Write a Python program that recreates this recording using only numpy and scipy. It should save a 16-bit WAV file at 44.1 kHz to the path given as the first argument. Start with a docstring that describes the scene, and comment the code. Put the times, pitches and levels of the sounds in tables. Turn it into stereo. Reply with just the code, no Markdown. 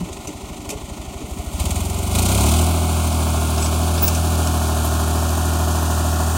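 """A three-cylinder diesel tractor idles, then revs up under pushes of the throttle and works a harrow at steady speed.
Each firing thumps and barks through the exhaust, shakes the block and rings the intake duct; pushes make it knock.
The harrow's frame booms early; its steel joints clank early and late, with short high notes: a ring, later squeaks.
Late on, a thin metallic tick comes once per engine cycle. Diffuse noise and a fading low hum lie under it all.
The tractor stands to the right: the left microphone hears it later and duller."""
import sys
import numpy as np
from scipy import signal
from scipy.fft import rfft, irfft, next_fast_len
from scipy.io import wavfile
from scipy.ndimage import map_coordinates

SR = 44100
rng = np.random.default_rng(int(sys.argv[2]) if len(sys.argv) > 2 else 0)


def store_wav(level_fs):
    """Save 16-bit WAV to argv[1]."""
    pcm = np.round(np.clip(np.atleast_2d(level_fs), -1, 1) * 32767)
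    wavfile.write(sys.argv[1], SR, pcm.T.astype(np.int16))


N = 280917

# The cylinders in firing order. Each row: exhaust level in dB, clatter level in dB, valve click level in dB.
CYLINDERS = [(-2, 4, 1.5), (-2, 4.5, 1), (-2.5, 1.1, -1.8)]

IDLE_RATE = 12.4  # firings per second
BARK_ANGLE = 0.062  # share of a firing interval


def amp(db):
    """Decibels to gain."""
    return 10 ** (np.asarray(db) / 20)


def unit(x):
    """Scale to rms 1."""
    return x / np.sqrt(np.mean(x ** 2) + 1e-20)


def curves(rows):
    """One value per sample for each column after the time."""
    s, *cols = np.transpose(rows)
    return [np.interp(np.arange(N) / SR, s, c) for c in cols]


def wobble(rate):
    """A smooth random curve, rate knots a second."""
    knots = rng.standard_normal(int(N * rate / SR) + 4)
    return map_coordinates(knots, [np.arange(N) * rate / SR])


def response(points, size=8192):
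    """Causal, minimum-phase impulse response with the given (Hz, dB) spectrum."""
    f, db = np.transpose(points)
    log_hz = np.log(np.fft.rfftfreq(size, 1 / SR) + 1)
    gain = amp(np.interp(log_hz, np.log(f), db))
    cepstrum = irfft(np.log(gain))
    cepstrum[1:size // 2] *= 2
    cepstrum[size // 2 + 1:] = 0
    return irfft(np.exp(rfft(cepstrum)))


def resonances(modes):
    """Impulse response of (Hz, width Hz, dB) modes, with energy 1."""
    hz = np.fft.rfftfreq(SR // 4, 1 / SR)
    spectrum = 0
    for k, (centre, width, db) in enumerate(modes):
        mode = 1j * hz * width / (centre * centre - hz * hz + 1j * hz * width)
        spectrum = spectrum + (-1) ** k * amp(db) * mode
    ring = irfft(spectrum)
    return ring / np.linalg.norm(ring)


def through(x, impulse):
    """Convolve, keeping the scene's length."""
    return signal.oaconvolve(x, impulse)[:N]


def noise(points):
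    """Coloured noise of rms 1."""
    return unit(through(rng.standard_normal(N), response(points)))


def pulses(phase, marks, sizes):
    """An impulse wherever the firing count passes a mark."""
    at = np.searchsorted(phase, marks)
    heard = (at > 0) & (at < N)
    return np.bincount(at[heard], sizes[heard], N)


def after_firing(phase, rate, lead, rise):
    """A quick swell and slower fade, starting lead s before each firing, with mean near 1."""
    u = (phase + lead * rate) % 1 / rate / rise
    return u ** 2 * np.exp(-u) / (2 * rise * rate)


def throttle():
    """How far the driver's pushes open the throttle beyond what the speed needs, 0-1."""
    # Each row: start in s, start of the fall in s, share of the remaining fuel that it adds.
    push_rows = [(1.228, 2.095, 0.14), (1.54, 1.59, 0.63), (2.1, 2.477, 0.68)]
    rise_s, fall_s = 0.06, 0.29
    t = np.arange(N) / SR
    push = np.zeros(N)
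    for start, end, share in push_rows:
        opening = np.clip((t - start) / rise_s, 0, 1)
        closing = np.clip(1 - (t - end) / fall_s, 0, 1)
        push += (1 - push) * share * opening * closing
    return np.clip(push, 0, 1)


def fuel_flow(rate, push):
    """Share of full fuel: what the speed needs, the governor's limited correction, and the driver's pushes."""
    work_rate, work_fuel = 29, 0.47  # firings per second, share of full fuel
    governor_gain = 0.023  # fuel share per firing per second below work_rate
    work = np.clip((rate - IDLE_RATE) / (work_rate - IDLE_RATE), 0, 1)
    fuel = np.sqrt(work) * (work_fuel + governor_gain * np.clip(work_rate - rate, -1, 1))
    return np.clip(fuel + (1 - fuel) * push, 0, 1)


def loudness(law, rate, fuel):
    """Level in dB of one part of the engine: it grows with speed and with fuel."""
    idle_db, speed_db, fuel_db, exponent = law
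    return idle_db + speed_db * np.log2(rate / IDLE_RATE) + fuel_db * fuel ** abs(exponent)


def thump(phase, rate, delay=.01, width=.008, scatter_db=.4):
    """Each firing sends out one round puff; at working speed the puffs merge into a hum at twice the firing rate."""
    # Puff pitch against speed. Each row: firings per second, centre in Hz.
    puff_rows = [(12.5, 67.5), (22, 80), (33, 90), (40, 86.3)]
    firing = np.arange(int(phase[-1]) + 3)
    cylinder_db = np.array(CYLINDERS)[firing % len(CYLINDERS), 0]
    sizes = amp(cylinder_db + scatter_db * rng.standard_normal(len(firing)))
    hz = np.interp(rate, *np.transpose(puff_rows))
    out = np.zeros(N)
    for neighbour in range(-1, 2):
        k = phase.astype(int) + neighbour
        t = (phase - k) / rate - delay
        out += sizes[k] * np.cos(2 * np.pi * hz * t) * np.exp(-.5 * (t / width) ** 2)
    return out / np.sqrt(rate * width)


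def gas_pulses(phase, rate, angle, spectrum, scatter_db):
    """One sharp pressure front per firing, at a fixed crank angle, rings a duct."""
    firing = np.arange(int(phase[-1]) + 1)
    cylinder_db = np.array(CYLINDERS)[firing % len(CYLINDERS), 0]
    sizes = amp(cylinder_db + scatter_db * rng.standard_normal(len(firing)))
    duct = response(spectrum)
    duct = duct / np.linalg.norm(duct)
    return -through(pulses(phase, firing + angle, sizes), duct) * np.sqrt(SR / rate)


def exhaust_bark(phase, rate):
    """The pressure front of each firing rings the exhaust pipe."""
    # Each row: frequency in Hz, relative level in dB.
    pipe = [(50, -22), (110, 8), (165, -4.5), (200, 0), (250, -6), (300, -8), (360, -8), (450, -19),
            (700, -37), (1100, -60)]
    return gas_pulses(phase, rate, BARK_ANGLE, pipe, scatter_db=1.5)


def intake_gulp(phase, rate):
    """A gulp after each firing rings the intake duct, which turns away from the microphones and fades."""
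    # Each row: frequency in Hz, relative level in dB.
    intake_duct = [(50, -15), (95, 1), (118, -19), (140, -5), (165, 4.5), (200, 6.5), (240, 3), (280, -9.5),
                   (350, -20), (400, -14), (560, -8.5), (650, -22), (730, -22.5), (1100, -27.5)]
    # Each row: time in s, level in dB.
    intake_facing = [(4.3, 1), (4.8, -1)]
    gulps = gas_pulses(phase, rate, .63, intake_duct, scatter_db=0.6)
    return amp(curves(intake_facing)[0]) * gulps


def strikes(phase, rate, ring_t60, cylinder_db, count=12):
    """Valves, pistons and pump strike near fixed crank angles; each part has its own ring and differs by cylinder."""
    firing = np.arange(int(phase[-1]) + 1)
    t = np.arange(SR // 10) / SR
    out = np.zeros(N)
    for angle in (np.arange(count) + rng.random(count)) / count:
        # columns of both: timing, level
        habit = rng.uniform(-1, 1, (len(CYLINDERS), 2))[firing % len(CYLINDERS)]
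        chance = rng.uniform(-0.92, 1, (len(firing), 2))
        marks = firing + angle + .007 * habit[:, 0] + .0016 * chance[:, 0]
        sizes = amp(cylinder_db * habit[:, 1] + 2 * chance[:, 1])
        ring = rng.standard_normal(len(t)) * amp(-60 * t / ring_t60)
        out += through(pulses(phase, marks, sizes), ring)
    return unit(out / np.sqrt(rate))


def valve_beat(phase, rate):
    """The valve gear chatters twice per firing and rests as the exhaust puffs; most distinct at idle."""
    valve_angle = 0.31  # share of a firing interval
    beat = np.cos(4 * np.pi * (phase - valve_angle)) - .4 * np.cos(2 * np.pi * (phase - BARK_ANGLE))
    return beat * (IDLE_RATE / rate) ** 2


def knocking(phase, rate, push, share):
    """Gain that gathers a share of a sound into a burst at each injection while the throttle is pushed."""
    lead_s, rise_s, exponent = .0095, .0031, .32
    knock = np.clip(share * push ** exponent, 0, .95)
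    return np.sqrt(1 - knock + knock * after_firing(phase, rate, lead_s, rise_s))


def clatter(phase, rate, push, modes_db=-5, valve_db=3.0, knock_share=0.21, uneven_db=.5):
    """The block and its covers ring under the regular strikes and a little loose rattle."""
    # Each row: frequency in Hz, relative level in dB.
    block = [(30, -40), (100, -12), (145, -13), (174, -10), (235, -5), (290, -1.5), (350, -6.5), (405, -1),
             (600, 0), (730, 2.5), (840, 0), (950, -2), (1040, 0.5), (1180, -4.5), (1280, -1.5), (1450, -2),
             (1750, -6), (2300, -10), (6000, -25.5)]
    # Narrow rings. Each row: centre in Hz, width in Hz, relative level in dB.
    cover_modes = [(395.1, 13.5, -2), (732.6, 25, 5), (1407, 11, -5.5), (1468, 10, -5)]
    rattle = strikes(phase, rate, ring_t60=.07, cylinder_db=3) + .55 * rng.standard_normal(N)
    # shakes most just after a firing, unequally by cylinder
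    cylinder_db = np.array(CYLINDERS)[phase.astype(int) % len(CYLINDERS), 1]
    cylinder_db = cylinder_db + np.cos(2 * np.pi * (phase - .2))
    shake_db = cylinder_db * rate / rate.max()
    shake_db += valve_db * valve_beat(phase, rate) * (1 - push)
    shake_db += uneven_db * wobble(24.94)
    rattle *= amp(shake_db) * knocking(phase, rate, push, knock_share)
    covers = through(rattle, resonances(cover_modes))
    return unit(unit(through(rattle, response(block))) + amp(modes_db) * unit(covers))


def rumble():
    """Loose low shaking of the chassis, as coloured noise."""
    # Each row: frequency in Hz, relative level in dB per Hz.
    chassis = [(40, -17.5), (100, -1), (175, -2.5), (300, 1), (420, -8), (700, -17.5), (2000, -72)]
    return noise(chassis)


def panels(x, ring_db, t60):
    """Sheet metal adds a short ring of many close modes."""
    t = np.arange(SR // 20) / SR
    ring = rng.standard_normal(len(t)) * amp(-60 * t / t60)
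    return x + amp(ring_db) * through(x, ring / np.linalg.norm(ring))


def rasp(phase, rate, push, flutter_db=1.0, crackle_db=2.0, stroke_db=1.3, tick_db=-1.0,
         idle_top_hz=9000, valve_db=3.5, panel_db=-11, panel_t60=0.019):
    """Bright ticking and hiss, gathered into a crackling burst at each firing when the diesel knocks."""
    # Each row: frequency in Hz, relative level in dB.
    rasp_spectrum = [(700, -23.5), (1800, -0.5), (2600, -4), (3600, -3.5), (5300, -5.5), (6200, 1),
                     (7000, 4.5), (7400, 4.5), (7780, -2), (8400, 4), (9300, -1.5), (10800, -5),
                     (13000, -8.5), (16000, -8)]
    knock_share = .93  # at full push
    chatter_db = valve_db * (1 - push) * (1 + 0.11 * wobble(9.2)) * valve_beat(phase, rate)
    # at speed each cylinder adds a click of its own strength
    click = np.exp(-.5 * ((phase % 1 - .42) / .08) ** 2) * (1 - push) * rate / rate.max()
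    click_db = click * np.array(CYLINDERS)[phase.astype(int) % len(CYLINDERS), 2]
    ticks = amp(tick_db) * strikes(phase, rate, ring_t60=0.2, cylinder_db=5) + rng.standard_normal(N)
    hard = unit(through(panels(ticks, panel_db, panel_t60), response(rasp_spectrum)))
    # softer contacts at idle lack the top octave
    lowpass = signal.butter(2, min(idle_top_hz, SR / 3), fs=SR, output="sos")
    soft = signal.sosfiltfilt(lowpass, hard)
    effort = np.clip(np.interp(rate, [12.5, 18], [.15, 1]) + 4 * push, 0, 1)
    grain_db = flutter_db * wobble(160)
    grain_db += push * (crackle_db * wobble(700) + stroke_db * wobble(44.83))
    gain = knocking(phase, rate, push, knock_share) * amp(chatter_db + click_db + grain_db)
    return (soft + effort * (hard - soft)) * gain


def diffuse_noise(phase, rate, push, rasp_db):
    """Diffuse noise, independent in each channel, swells with the knock; weak around 1.6-2 kHz."""
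    # Each row: frequency in Hz, relative level in dB per Hz.
    diffuse_spectrum = [(60, 0), (380, 5), (500, -10), (700, 9), (1200, 5), (1600, -18), (2000, -18),
                        (2500, 1), (3500, 0), (7000, 0), (10000, -5), (13000, -8), (16000, -16)]
    gain = amp(rasp_db - 5.0) * knocking(phase, rate, push, share=0.24)
    return gain * np.array([noise(diffuse_spectrum) for _ in range(2)])


def low_hum():
    """A low hum near 47 Hz, independent in each microphone, wavers and fades."""
    # Each row: frequency in Hz, relative level in dB per Hz.
    hum_spectrum = [(15, -15), (32, -10), (47, 20), (70, 15), (200, -39)]
    # Each row: time in s, level in dB.
    hum_level = [(1.5, -43), (3, -49)]
    level_db = curves(hum_level)[0]
    return np.array([amp(level_db + 2 * wobble(2.3)) * noise(hum_spectrum) for _ in range(2)])


def thuds(spread_octaves=0.58, rise_s=0.0034):
    """A jolt makes the harrow's frame boom, mostly in the modes near one pitch."""
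    # Each row: start in s, level in dB, ring time (T60) in s, centre in Hz.
    jolts = [(0, -23.5, 0.26, 177), (.045, -31, 0.37, 268), (0.279, -28, 0.2, 274),
             (0.494, -28.5, 0.2, 227), (0.693, -30.5, 0.31, 350), (.72, -26.5, 0.24, 380),
             (1.202, -30.5, 0.53, 295)]
    # Each row: centre in Hz, width in Hz, relative level in dB.
    frame_modes = [(176, 32, 7.5), (202, 24, -4), (284, 47, 3), (348, 28, -2), (440, 67, 7)]
    t = np.arange(SR // 2) / SR
    out = np.zeros(N + SR)
    for s, db, t60, centre_hz in jolts:
        modes = []
        for hz, width, level in frame_modes:
            octaves = np.log2(hz / centre_hz)
            modes.append((hz, width, level - 6 * (octaves / spread_octaves) ** 2))
        boom = unit(through(rng.standard_normal(N), resonances(modes))[-len(t):])
        out[round(s * SR):][:len(t)] += amp(db - 60 * t / t60) * (1 - np.exp(-t / rise_s)) * boom
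    return out[:N]


def clanks():
    """Loose steel joints of harrow and hitch knock with a short jangle."""
    # Each row: start in s, level in dB ahead of the steel, decay time (T60) in s, low-pass cutoff in Hz.
    knocks = [(0.129, -30.5, 0.11, 12000), (.273, -25, 0.071, 15000), (.281, -34, 0.084, 12000),
              (.691, -22, 0.1, 14000), (.703, -21, 0.1, 14000), (3.578, -19, 0.17, 5000),
              (3.624, -19, 0.14, 9000), (3.658, -17, 0.1, 6000), (3.976, -16.5, 0.18, 4000),
              (4.027, -18, 0.29, 4440), (4.08, -12.5, 0.066, 15000), (4.148, -18.5, 0.12, 9000),
              (4.472, -16.5, 0.034, 14000)]
    # Each row: centre in Hz, width in Hz, relative level in dB.
    steel_modes = [(750, 2100, 14.5), (2560, 1100, 17.5), (3570, 77, 19), (5860, 2200, 21), (6700, 250, 22),
                   (6750, 240, 23.5), (9300, 6500, 14.5), (10900, 2200, -23), (14200, 2500, -19)]
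    t = np.arange(SR // 3) / SR
    jangle = np.zeros(N + SR)
    for s, db, t60, top_hz in knocks:
        contact = signal.butter(2, min(top_hz, .45 * SR), fs=SR, output="sos")
        burst = amp(db - 60 * t / t60) * rng.standard_normal(len(t))
        jangle[round(s * SR):][:len(t)] += signal.sosfilt(contact, burst)
    return through(jangle, resonances(steel_modes))


def high_notes(waver_hz=70):
    """Short high wavering notes: first a clank's ring near 6 kHz, later squeaks of a dry pivot."""
    # Each row: start in s, length in s, start pitch in Hz, end pitch in Hz, level in dB.
    notes = [(0.27, 0.016, 6060, 5930, -27), (3.612, 0.05, 7950, 7920, -22.5),
             (4.02, 0.036, 15540, 15600, -10), (4.055, 0.041, 15500, 15750, -19),
             (4.068, .02, 15100, 15350, -19)]
    out = np.zeros(N)
    for s, length, start_hz, end_hz, db in notes:
        u = np.clip((np.arange(N) / SR - s) / length, 0, 1)
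        hz = start_hz + (end_hz - start_hz) * u + waver_hz * wobble(430)
        envelope = np.sqrt(abs(2 * np.sin(np.pi * u)))
        out += amp(db) * envelope * np.sin(2 * np.pi * np.cumsum(hz) / SR)
    return out


def bonnet(push, hz=349, width_hz=9, db=-31):
    """The bonnet drones on one note while the throttle is pushed."""
    drone = unit(through(rng.standard_normal(N), resonances([(hz, width_hz, 0)])))
    return amp(db) * push * drone


def tick(phase, rate, uneven_db=5.0):
    """A thin metallic tick comes once per engine cycle as the flank turns toward the microphones."""
    # Each row: centre in Hz, width in Hz, relative level in dB.
    tick_modes = [(10500, 350, -2), (12260, 550, -2)]
    # Each row: time in s, level in dB.
    tick_facing = [(4, -85), (4.6, -43), (5.4, -45.5), (6.37, -58)]
    cycle, cycle_rate = phase / len(CYLINDERS), rate / len(CYLINDERS)
    once = after_firing(cycle, cycle_rate, lead=-0.0035, rise=0.0029)
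    level_db = curves(tick_facing)[0] + uneven_db * wobble(19)
    return amp(level_db) * np.sqrt(once) * through(rng.standard_normal(N), resonances(tick_modes))


def ground(x):
    """The ground reflection cancels a narrow band."""
    # Each row: frequency in Hz, gain in dB.
    ground_gain = [(20, 6), (410, 1), (455, -3), (500, -18.5), (545, 0.5), (610, 1), (16000, 2.5)]
    return through(x, response(ground_gain))


def microphones(x):
    """The right microphone hears the tractor directly, the left one late and shaded."""
    # Lag of the left, shrinking as the tractor moves toward the middle. Each row: time in s, lag in ms.
    lag_rows = [(1.4, 0.24), (2.4, 0.21), (6.37, 0.14)]
    # Shading of the left. Each row: frequency in Hz, gain in dB.
    shade_gain = [(60, -.4), (400, -1), (700, -1.3), (1200, 0), (2200, 0), (2800, -7), (3500, -11),
                  (4800, -10), (6000, -14), (7500, -21), (10000, -19), (13000, -16), (15500, -19)]
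    late = np.arange(N) - curves(lag_rows)[0] * SR / 1000
    left = map_coordinates(through(x, response(shade_gain)), [late])
    return np.array([left, x])


def scene():
    """Tractor and harrow over the ground, with a little diffuse noise and a fading low hum."""
    # Each row: time in s, firings per second.
    speed = [(0, 12.34), (1.25, 12.45), (1.5, 13.4), (1.65, 18.21), (1.8, 21.2), (2.05, 23.2), (2.2, 28.65),
             (2.55, 39.75), (2.7, 41.3), (3.2, 39.59), (3.6, 38.91), (3.85, 40.7), (4.35, 40.74),
             (4.75, 38.84), (5.4, 40.2), (5.9, 39.9)]
    # Each law: level in dB at idle, dB per doubling of speed, dB added at full fuel, fuel exponent (sign ignored).
    thump_law, bark_law = (-39, 4, 17.5, 0.51), (-48.5, 1.5, 15, -7.5)
    intake_law, clatter_law = (-51.5, 5, 21, 0.46), (-34, 4.5, 5.5, 1.84)
    rumble_law, rasp_law = (-40.5, 0.5, 6, 2), (-38, 4, 16, 1.74)
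    rate = curves(speed)[0]
    phase = .69 + np.cumsum(rate) / SR  # firing count
    push = throttle()
    fuel = fuel_flow(rate, push)
    rasp_db = loudness(rasp_law, rate, fuel)

    engine = amp(loudness(thump_law, rate, fuel)) * thump(phase, rate)
    engine += amp(loudness(bark_law, rate, fuel)) * exhaust_bark(phase, rate)
    engine += amp(loudness(intake_law, rate, fuel)) * intake_gulp(phase, rate)
    engine += amp(loudness(clatter_law, rate, fuel)) * clatter(phase, rate, push)
    engine += amp(loudness(rumble_law, rate, fuel)) * rumble()
    engine += amp(rasp_db) * rasp(phase, rate, push)
    engine += bonnet(push * rate / rate.max())
    engine += tick(phase, rate)

    direct = microphones(ground(engine + thuds() + clanks()) + high_notes())
    return direct + diffuse_noise(phase, rate, push, rasp_db) + low_hum()


def record(dry):
    """The microphones pass nothing above their band limit."""
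    top_hz = 15850
    size = next_fast_len(N + SR // 2)
    passed = np.fft.rfftfreq(size, 1 / SR) < top_hz
    return irfft(rfft(dry, size) * passed, size)[:, :N]


dry = scene()
out = record(dry)
store_wav(out)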